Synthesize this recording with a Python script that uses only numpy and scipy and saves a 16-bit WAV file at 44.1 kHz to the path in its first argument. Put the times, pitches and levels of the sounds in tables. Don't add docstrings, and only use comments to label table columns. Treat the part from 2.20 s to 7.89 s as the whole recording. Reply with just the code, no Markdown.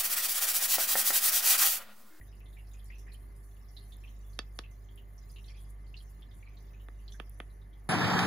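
import sys
import numpy as np
from scipy import signal
from scipy.fft import rfft, irfft
from scipy.io import wavfile

SR = 44100
rng = np.random.default_rng(int(sys.argv[2]) if len(sys.argv) > 2 else 0)


def int16_out(signal):
    q = np.round(np.clip(np.atleast_2d(signal).T, -1, 1) * 32767)
    wavfile.write(sys.argv[1], SR, q.astype(np.int16))


N = 250929
T = np.arange(N) / SR


def amp(db):
    return 10 ** (np.asarray(db) / 20)


def rms_one(x):
    return x / np.sqrt(np.mean(x ** 2) + 1e-20)


def at_hz(points, hz):
    table_hz, values = np.array(points).T
    return np.interp(np.log(hz + 1), np.log(table_hz), values)


def panned(left_right_db):
    return amp(np.array([[.5], [-.5]]) * left_right_db)


def drift(rate_hz):
    r = np.exp(-2 * np.pi * rate_hz * 40 / SR)
    white = rng.standard_normal(N // 40 + 2002)
    slow = signal.lfilter([1], [1, -2 * r, r * r], white)[2000:]
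    return np.interp(np.arange(N) / 40, np.arange(len(slow)), rms_one(slow))


def resonance(x, hz, width_hz):
    r = np.exp(-np.pi * width_hz / SR)
    poles = [1, -2 * r * np.cos(2 * np.pi * hz / SR), r * r]
    return signal.lfilter([(1 - r * r) / 2, 0, (r * r - 1) / 2], poles, x)


def ring(clicks, hz, t60_s):
    r, w = amp(-60 / (t60_s * SR)), 2 * np.pi * hz / SR
    return signal.lfilter([0, np.sin(w)], [1, -2 * r * np.cos(w), r * r], clicks)


def stereo_noise(alike, size):
    mid, side = rng.standard_normal((2, size))
    return np.sqrt((1 + alike) / 2) * mid + np.sqrt((1 - alike) / 2) * side * [[1], [-1]]


def add(out, s, sound):
    i = round(s * SR)
    out[..., i:i + sound.shape[-1]] += sound[..., :N - i]


def patchy_noise(spectrum, patchy_db, rate_hz, alike):
    hz = np.fft.rfftfreq(N, 1 / SR)
    in_range = (hz > spectrum[0][0]) * (hz < spectrum[-1][0])
    mid, side = rfft(rng.standard_normal((2, N))) * amp(at_hz(spectrum, hz)) * in_range
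    both = np.sqrt(1 + alike) * mid + np.sqrt(1 - alike) * side * [[1], [-1]]
    place = 3 * np.log2(np.maximum(hz, 400))
    out = 0
    for turn in range(4):
        distance = np.abs((place - turn + 2) % 4 - 2)
        share = np.cos(np.pi / 2 * np.clip(distance, 0, 1))
        out = out + irfft(both * share, N) * amp(patchy_db * drift(rate_hz))
    return rms_one(out)


# order, left/dB, right/dB
MOTOR_PARTIALS = [(1, -44.6, -43.3), (3, -75, -73)]
MAINS_PARTIALS = [(1, -58, -57), (2, -58, -55.5), (3, -77, -71), (4, -79, -70), (6, -80, -82),
                  (8, -83, -82), (10, -82, -82), (12, -80, -90), (14, -79, -83), (16, -82, -95)]
MOTOR_HZ, MAINS_HZ = 49.31, 50.03
IN_STEP_S = .726
WHINE_HZ, WHINE_MEDIAN_DB = 398.1, -73


def hum():
    turn = 2 * np.pi * (T - IN_STEP_S)
    out = np.zeros((2, N))
    for base_hz, partials in ((MOTOR_HZ, MOTOR_PARTIALS), (MAINS_HZ, MAINS_PARTIALS)):
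        for order, left_db, right_db in partials:
            out += amp([[left_db], [right_db]]) * np.cos(order * base_hz * turn)
    whine_level = amp(WHINE_MEDIAN_DB + 1.85 * drift(1.0))
    whine_phase = WHINE_HZ * turn + .5 * drift(0.31) + [[0], [.8]]
    return out + whine_level * np.cos(whine_phase)


# f/Hz, density/dB per Hz (relative)
AIR_COLOUR = [(35, -36.5), (60, -8.5), (119, -13.5), (146, -17), (242, -22.5), (393, -25.5), (443, -30),
              (1170, -33.5), (1400, -37), (2020, -36), (2680, -50.5), (6380, -56.5), (7500, -92),
              (9750, -95), (16500, -120)]
# f/Hz, left-right/dB
AIR_BALANCE = [(60, -1), (350, -2), (900, 3), (1700, 0.5), (2500, 0.5), (5000, 0), (7500, -2)]
# f/Hz, correlation
LIKENESS = [(60, 0.53), (130, 0.99), (350, 0.5), (700, 0.11), (1300, -0.82), (1900, 0.71), (4000, 0.89),
            (7000, 1)]
# f/Hz, width/Hz, median level/dB
WHISTLES = [(1151, 260, -79.5), (1755, 156, -82.5), (2062, 28, -80)]
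AIR_DB = -60


def air():
    hz = np.fft.rfftfreq(N, 1 / SR)
    alike = np.clip(at_hz(LIKENESS, hz), -1, 1)
    noise = patchy_noise(AIR_COLOUR, 1.1, 4.4, alike)
    out = amp(AIR_DB) * irfft(rfft(noise) * panned(at_hz(AIR_BALANCE, hz)), N)
    for f_hz, width_hz, db in WHISTLES:
        narrow = resonance(stereo_noise(0.47, N), f_hz, width_hz)
        narrow = resonance(narrow, f_hz, width_hz)
        out = out + amp(db + 2 * drift(12)) * rms_one(narrow)
    return out


# f/Hz, density/dB per Hz (relative)
POP_COLOUR = [(2600, -8.5), (3500, -7.5), (4500, -6.5), (6000, -2.5), (7300, -9.5)]


def faint_pops(per_s, t60_s):
    out, r = 0, amp(-60 / (t60_s * SR))
    pitches_hz = np.geomspace(2600, 7300, 12)
    for hz in pitches_hz:
        starts = rng.random(N) < per_s / len(pitches_hz) / SR
        born = starts * amp(0.94 * rng.standard_normal(N))
        dying = signal.lfilter([1], [1, -r], born + 1e-9)
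        band = resonance(stereo_noise(0.17, N) * dying, hz, 0.052 * hz)
        band = resonance(band, hz, 0.068 * hz)
        out = out + amp(at_hz(POP_COLOUR, hz)) * band / np.sqrt(hz)
    return rms_one(out)


# f/Hz, density/dB per Hz (relative)
RUSTLE_COLOUR = [(6500, -4.5), (7600, -10), (8500, -4), (10000, 0.5), (12500, -2.5), (14500, -0.5),
                 (15800, -4.5)]
# f/Hz, density/dB per Hz (relative)
STROKE_COLOUR = [(6500, -8.5), (8500, -2.5), (10300, -1), (12500, -3.5), (15800, -13)]
# t/s, bright rustle level/dB, faint pops level/dB
RUSTLE_FLOOR = [(0.0, -69, -71), (0.24, -75, -82.5), (0.76, -71, -72.5), (1.03, -71.5, -81.5),
                (1.76, -73.5, -74), (1.84, -72, -73), (2.87, -73.5, -83.5), (3.04, -70.5, -75.5),
                (3.18, -72, -73.5), (3.3, -70.5, -66), (3.53, -76.5, -80), (4.44, -76.5, -76),
                (4.74, -76, -81.5), (5.09, -74.5, -77.5), (5.53, -77, -88), (5.69, -78, -88)]
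# t/s, length/s, level/dB
STROKES = [(0.01, 0.055, -74), (0.19, 0.034, -81), (0.32, 0.022, -68), (0.373, 0.046, -68.5),
           (0.5, 0.049, -77.5), (0.642, 0.028, -64.5), (0.774, 0.023, -62), (0.917, 0.035, -64),
           (1.147, 0.11, -64.5), (1.609, 0.13, -70), (1.88, 0.025, -72), (2.1, 0.047, -72),
           (2.335, 0.056, -68), (2.5, 0.018, -74), (2.755, 0.021, -73), (3.067, 0.056, -70.5),
           (3.23, 0.078, -73), (3.388, 0.037, -66), (3.487, 0.02, -64), (3.787, 0.045, -69),
           (3.885, 0.034, -66.5), (4.129, 0.055, -67), (4.68, 0.02, -81), (4.789, 0.03, -72),
           (4.893, 0.05, -69), (5.163, 0.05, -74), (5.4, 0.027, -78), (5.57, 0.024, -72.5)]
STROKE_ATTACK_S, STROKE_T60_S = 0.02, 0.16


def rustle():
    s, bright_db, pops_db = np.transpose(RUSTLE_FLOOR)
    strokes, t = np.zeros(N), T[:SR // 2]
    for start_s, length_s, stroke_db in STROKES:
        attack = np.minimum(t / STROKE_ATTACK_S, 1)
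        release_db = -60 * np.maximum(t - length_s, 0) / STROKE_T60_S
        add(strokes, start_s, amp(stroke_db + release_db) * attack)
    floor = amp(np.interp(T, s, bright_db)) * patchy_noise(RUSTLE_COLOUR, 3.6, 8.8, alike=1)[0]
    licks = strokes * patchy_noise(STROKE_COLOUR, 3.8, 12, alike=1)[0]
    bright = amp(2.16 * drift(50)) * (floor + licks)
    pops = amp(np.interp(T, s, pops_db)) * faint_pops(per_s=320, t60_s=0.13) * panned(-3.5)
    return bright, pops


# t/s, drive level/dB, mouth resonance f/Hz, spatter t60/s
SMACKS = [(0.012, -60, 1920, 0.07), (0.126, -72.5, 2800, 0.2), (0.204, -66, 2590, 0.13),
          (0.257, -68, 3500, 0.15), (0.327, -71, 3640, 0.17), (0.368, -61.5, 2240, 0.16),
          (0.385, -66, 2770, 0.17), (0.47, -74, 5100, 0.14), (0.514, -75, 3600, 0.24),
          (0.535, -68.5, 6700, 0.13), (0.537, -69, 2550, 0.24), (0.596, -67, 3370, 0.089),
          (0.7, -54.5, 2060, 0.097), (0.718, -61, 2590, 0.24), (0.784, -68, 5680, 0.19),
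          (0.867, -60.5, 1890, 0.22), (0.884, -69.5, 2450, 0.35), (0.918, -66.5, 4160, 0.17),
          (0.945, -63, 3050, 0.08), (1.366, -64, 2840, 0.031), (1.486, -70.5, 5670, 0.11),
          (1.566, -55, 3830, 0.12), (1.567, -64.5, 4250, 0.27), (1.721, -61.5, 3580, 0.14),
          (1.837, -61, 2570, 0.2), (1.873, -66, 3100, 0.14), (2.097, -75, 6200, 0.25),
          (2.131, -69, 4460, 0.11), (2.436, -57, 2650, 0.14), (2.513, -75, 6070, 0.27),
          (2.64, -79, 6460, 0.19), (2.687, -69.5, 3240, 0.18), (2.776, -61, 2910, 0.14),
          (2.98, -66.5, 5700, 0.12), (3.098, -68.5, 4900, 0.089), (3.16, -68, 3820, 0.13),
          (3.161, -59, 2790, 0.15), (3.183, -61, 2710, 0.089), (3.242, -63, 3740, 0.085),
          (3.281, -63.5, 4480, 0.11), (3.285, -62, 3260, 0.094), (3.297, -62.5, 2330, 0.12),
          (3.345, -66.5, 2500, 0.19), (3.371, -72, 3320, 0.37), (3.664, -75, 4360, 0.27),
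          (3.74, -57, 2790, 0.12), (3.766, -56.5, 4240, 0.15), (3.802, -70.5, 3160, 0.14),
          (3.844, -79, 6330, 0.24), (4.021, -61, 3310, 0.11), (4.111, -69.5, 3550, 0.18),
          (4.225, -62, 2270, 0.099), (4.264, -65, 2350, 0.3), (4.369, -64.5, 4030, 0.11),
          (4.404, -77, 6130, 0.17), (4.534, -67, 2530, 0.15), (4.598, -68, 2920, 0.16),
          (4.789, -73, 2850, 0.21), (4.879, -57.5, 4200, 0.078), (4.879, -64, 3230, 0.13),
          (4.92, -64.5, 6000, 0.23), (4.92, -63, 3480, 0.12), (4.942, -62.5, 1660, 0.11),
          (5.3, -75, 3920, 0.11), (5.415, -74.5, 3700, 0.12), (5.528, -72, 3290, 0.18)]
# f/Hz, left-right/dB
SMACK_PAN = [(1900, 0), (6000, -5.5)]
SMACK_CYCLES = 26
SMACK_WIDTH = .4
SMACK_ONSET, SMACK_SWELL_S = 0.91, 0.0082


def smacks():
    out, t = np.zeros((2, N)), T[:8192]
    for s, level_db, hz, t60_s in SMACKS:
        grain_db = 2.2 * rng.standard_normal(8192 // 64).repeat(64)
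        grains = stereo_noise(0.55, 8192) * amp(grain_db)
        swell = np.minimum(SMACK_ONSET + t / SMACK_SWELL_S * (1 - SMACK_ONSET), 1)
        spatter = grains * amp(-60 * t / t60_s) * swell
        narrow_hz, wide_hz = 2.3 * hz / SMACK_CYCLES, SMACK_WIDTH * hz
        rung = resonance(resonance(spatter, hz, narrow_hz), hz, wide_hz) / np.sqrt(narrow_hz / SR)
        snap = amp(-28) * resonance(grains * amp(-60 * t / 0.0048), hz, hz)
        add(out, s, amp(level_db) * panned(at_hz(SMACK_PAN, hz)) * (rung + snap))
    return out


# t/s, peak before high-pass/dB, centre f/Hz
TICKS = [(0.1511, -54, 11300), (0.1964, -49, 15300), (0.2038, -53, 15400), (0.644, -46, 12500),
         (0.783, -50, 10800), (0.943, -46, 10900), (1.7433, -49, 9530), (1.7674, -44, 11100),
         (2.7585, -47, 11200), (3.23, -53, 14600), (3.4165, -56, 11900), (3.4254, -49, 11800),
         (3.729, -56, 14500), (4.239, -58, 9930), (4.2945, -58, 13800), (5.0953, -38, 11900)]
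TICK_ATTACK_S, TICK_T60_S, TICK_WIDTH_HZ = .0009, .007, 6000


def ticks():
    out, t = np.zeros(N), T[:512]
    for s, peak_db, hz in TICKS:
        envelope = amp(-60 * t / TICK_T60_S) * np.minimum(t / TICK_ATTACK_S, 1)
        burst = resonance(rng.standard_normal(512) * envelope, hz, TICK_WIDTH_HZ)
        add(out, s, amp(peak_db) * burst / np.abs(burst).max())
    return signal.sosfilt(signal.butter(8, 8000, "high", fs=SR, output="sos"), out)


# t/s, strength/dB, contact brightness f/Hz, bowl ring/dB, left-right/dB
TAPS = [(2.1899, -25.5, 6850, 4.5, -4.5), (2.389, -28, 6160, -7.5, 0.5), (4.6847, -38, 2070, -18, -4.5),
        (4.9992, -28.5, 2680, 1, -6), (5.2012, -28.5, 2600, 0, -3)]
# f/Hz, level re tap/dB, t60/s, left-right re tap/dB
STICK_MODES = [(174, -25, 0.041, -4), (244, -16, 0.012, 3), (343, -18.5, 0.023, -1), (455, -25, 0.051, 4),
               (750, -14.5, 0.007, -10), (1187, -2.5, 0.01, 1.5), (1540, -5.5, 0.0065, 9),
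               (1895, -13.5, 0.011, -12), (3430, -5, 0.0047, -13.5), (5650, -7, 0.00091, -22),
               (10550, 1, 0.007, 22)]
BOWL_HZ = [1760, 2652, 4570, 5026]
# level re tap's bowl ring/dB, t60/s
BOWL_MODES = [(-22, 0.065), (-22, 0.046), (-13, 0.058), (-23, 0.049)]
CRACK_T60_S = .014
HARD_EDGE_DB = -29
TABLE_CANCEL_HZ = 988


def taps():
    out = np.zeros((2, N))
    for s, tap_db, bright_hz, bowl_db, pan_db in TAPS:
        softness = signal.butter(4, bright_hz, fs=SR, output="sos")
        contact = np.zeros(8192)
        contact[[0, 14]] = .4, 1
        soft = signal.sosfilt(softness, contact + 1e-18)
        click = amp(tap_db) * (soft + amp(HARD_EDGE_DB) * contact)
        crack = stereo_noise(0.29, 1024) * amp(tap_db + 3.5 - 60 * T[:1024] / CRACK_T60_S)
        add(out, s, panned(pan_db) * resonance(signal.sosfilt(softness, crack), 3100, 2900))
        for k, (hz, db, t60_s, side_db) in enumerate(STICK_MODES):
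            sign = (-1) ** k
            add(out, s + 0.89 / hz, sign * amp(db) * panned(pan_db + side_db) * ring(click, hz, t60_s))
        for hz, (db, t60_s) in zip(BOWL_HZ, BOWL_MODES):
            add(out, s, amp(db + bowl_db) * panned(pan_db) * ring(click, hz, t60_s))
    return out - 0.82 * resonance(out, TABLE_CANCEL_HZ, 184)


ROOM_T60_S, ROOM_DB = 0.13, -19


def room(x):
    t = T[:SR // 3]
    onset = np.clip((t - .002) / 0.00068, 0, 1)
    tail = rng.standard_normal((2, len(t))) * amp(-60 * t / ROOM_T60_S) * onset
    tail = signal.sosfilt(signal.butter(1, [300, 4000], "band", fs=SR, output="sos"), tail)
    tail /= np.sqrt(np.sum(tail ** 2, axis=1, keepdims=True))
    return amp(ROOM_DB) * signal.fftconvolve(x, tail, axes=1)[:, :N]


PHASE_TURN_S, PHASE_ZERO_HZ = 1 / 4900, 10750


def treble_phase(x):
    hz = np.fft.rfftfreq(N, 1 / SR)
    turned = np.exp(-2j * np.pi * (hz - PHASE_ZERO_HZ) * PHASE_TURN_S)
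    return np.array([x, irfft(rfft(x) * turned, N)])


def scene():
    bright, pops = rustle()
    knocks = taps()
    low = signal.sosfilt(signal.butter(6, 7500, fs=SR, output="sos"), knocks)
    high = signal.sosfilt(signal.butter(6, 7500, "high", fs=SR, output="sos"), knocks[0])
    treble = treble_phase(high + bright + ticks())
    return hum() + air() + pops + smacks() + low + room(knocks) + treble


def record(dry):
    stop_hz = 15900 * 1.03
    return signal.sosfilt(signal.cheby2(14, 70, stop_hz, fs=SR, output="sos"), dry)


dry = scene()
out = record(dry)
int16_out(out)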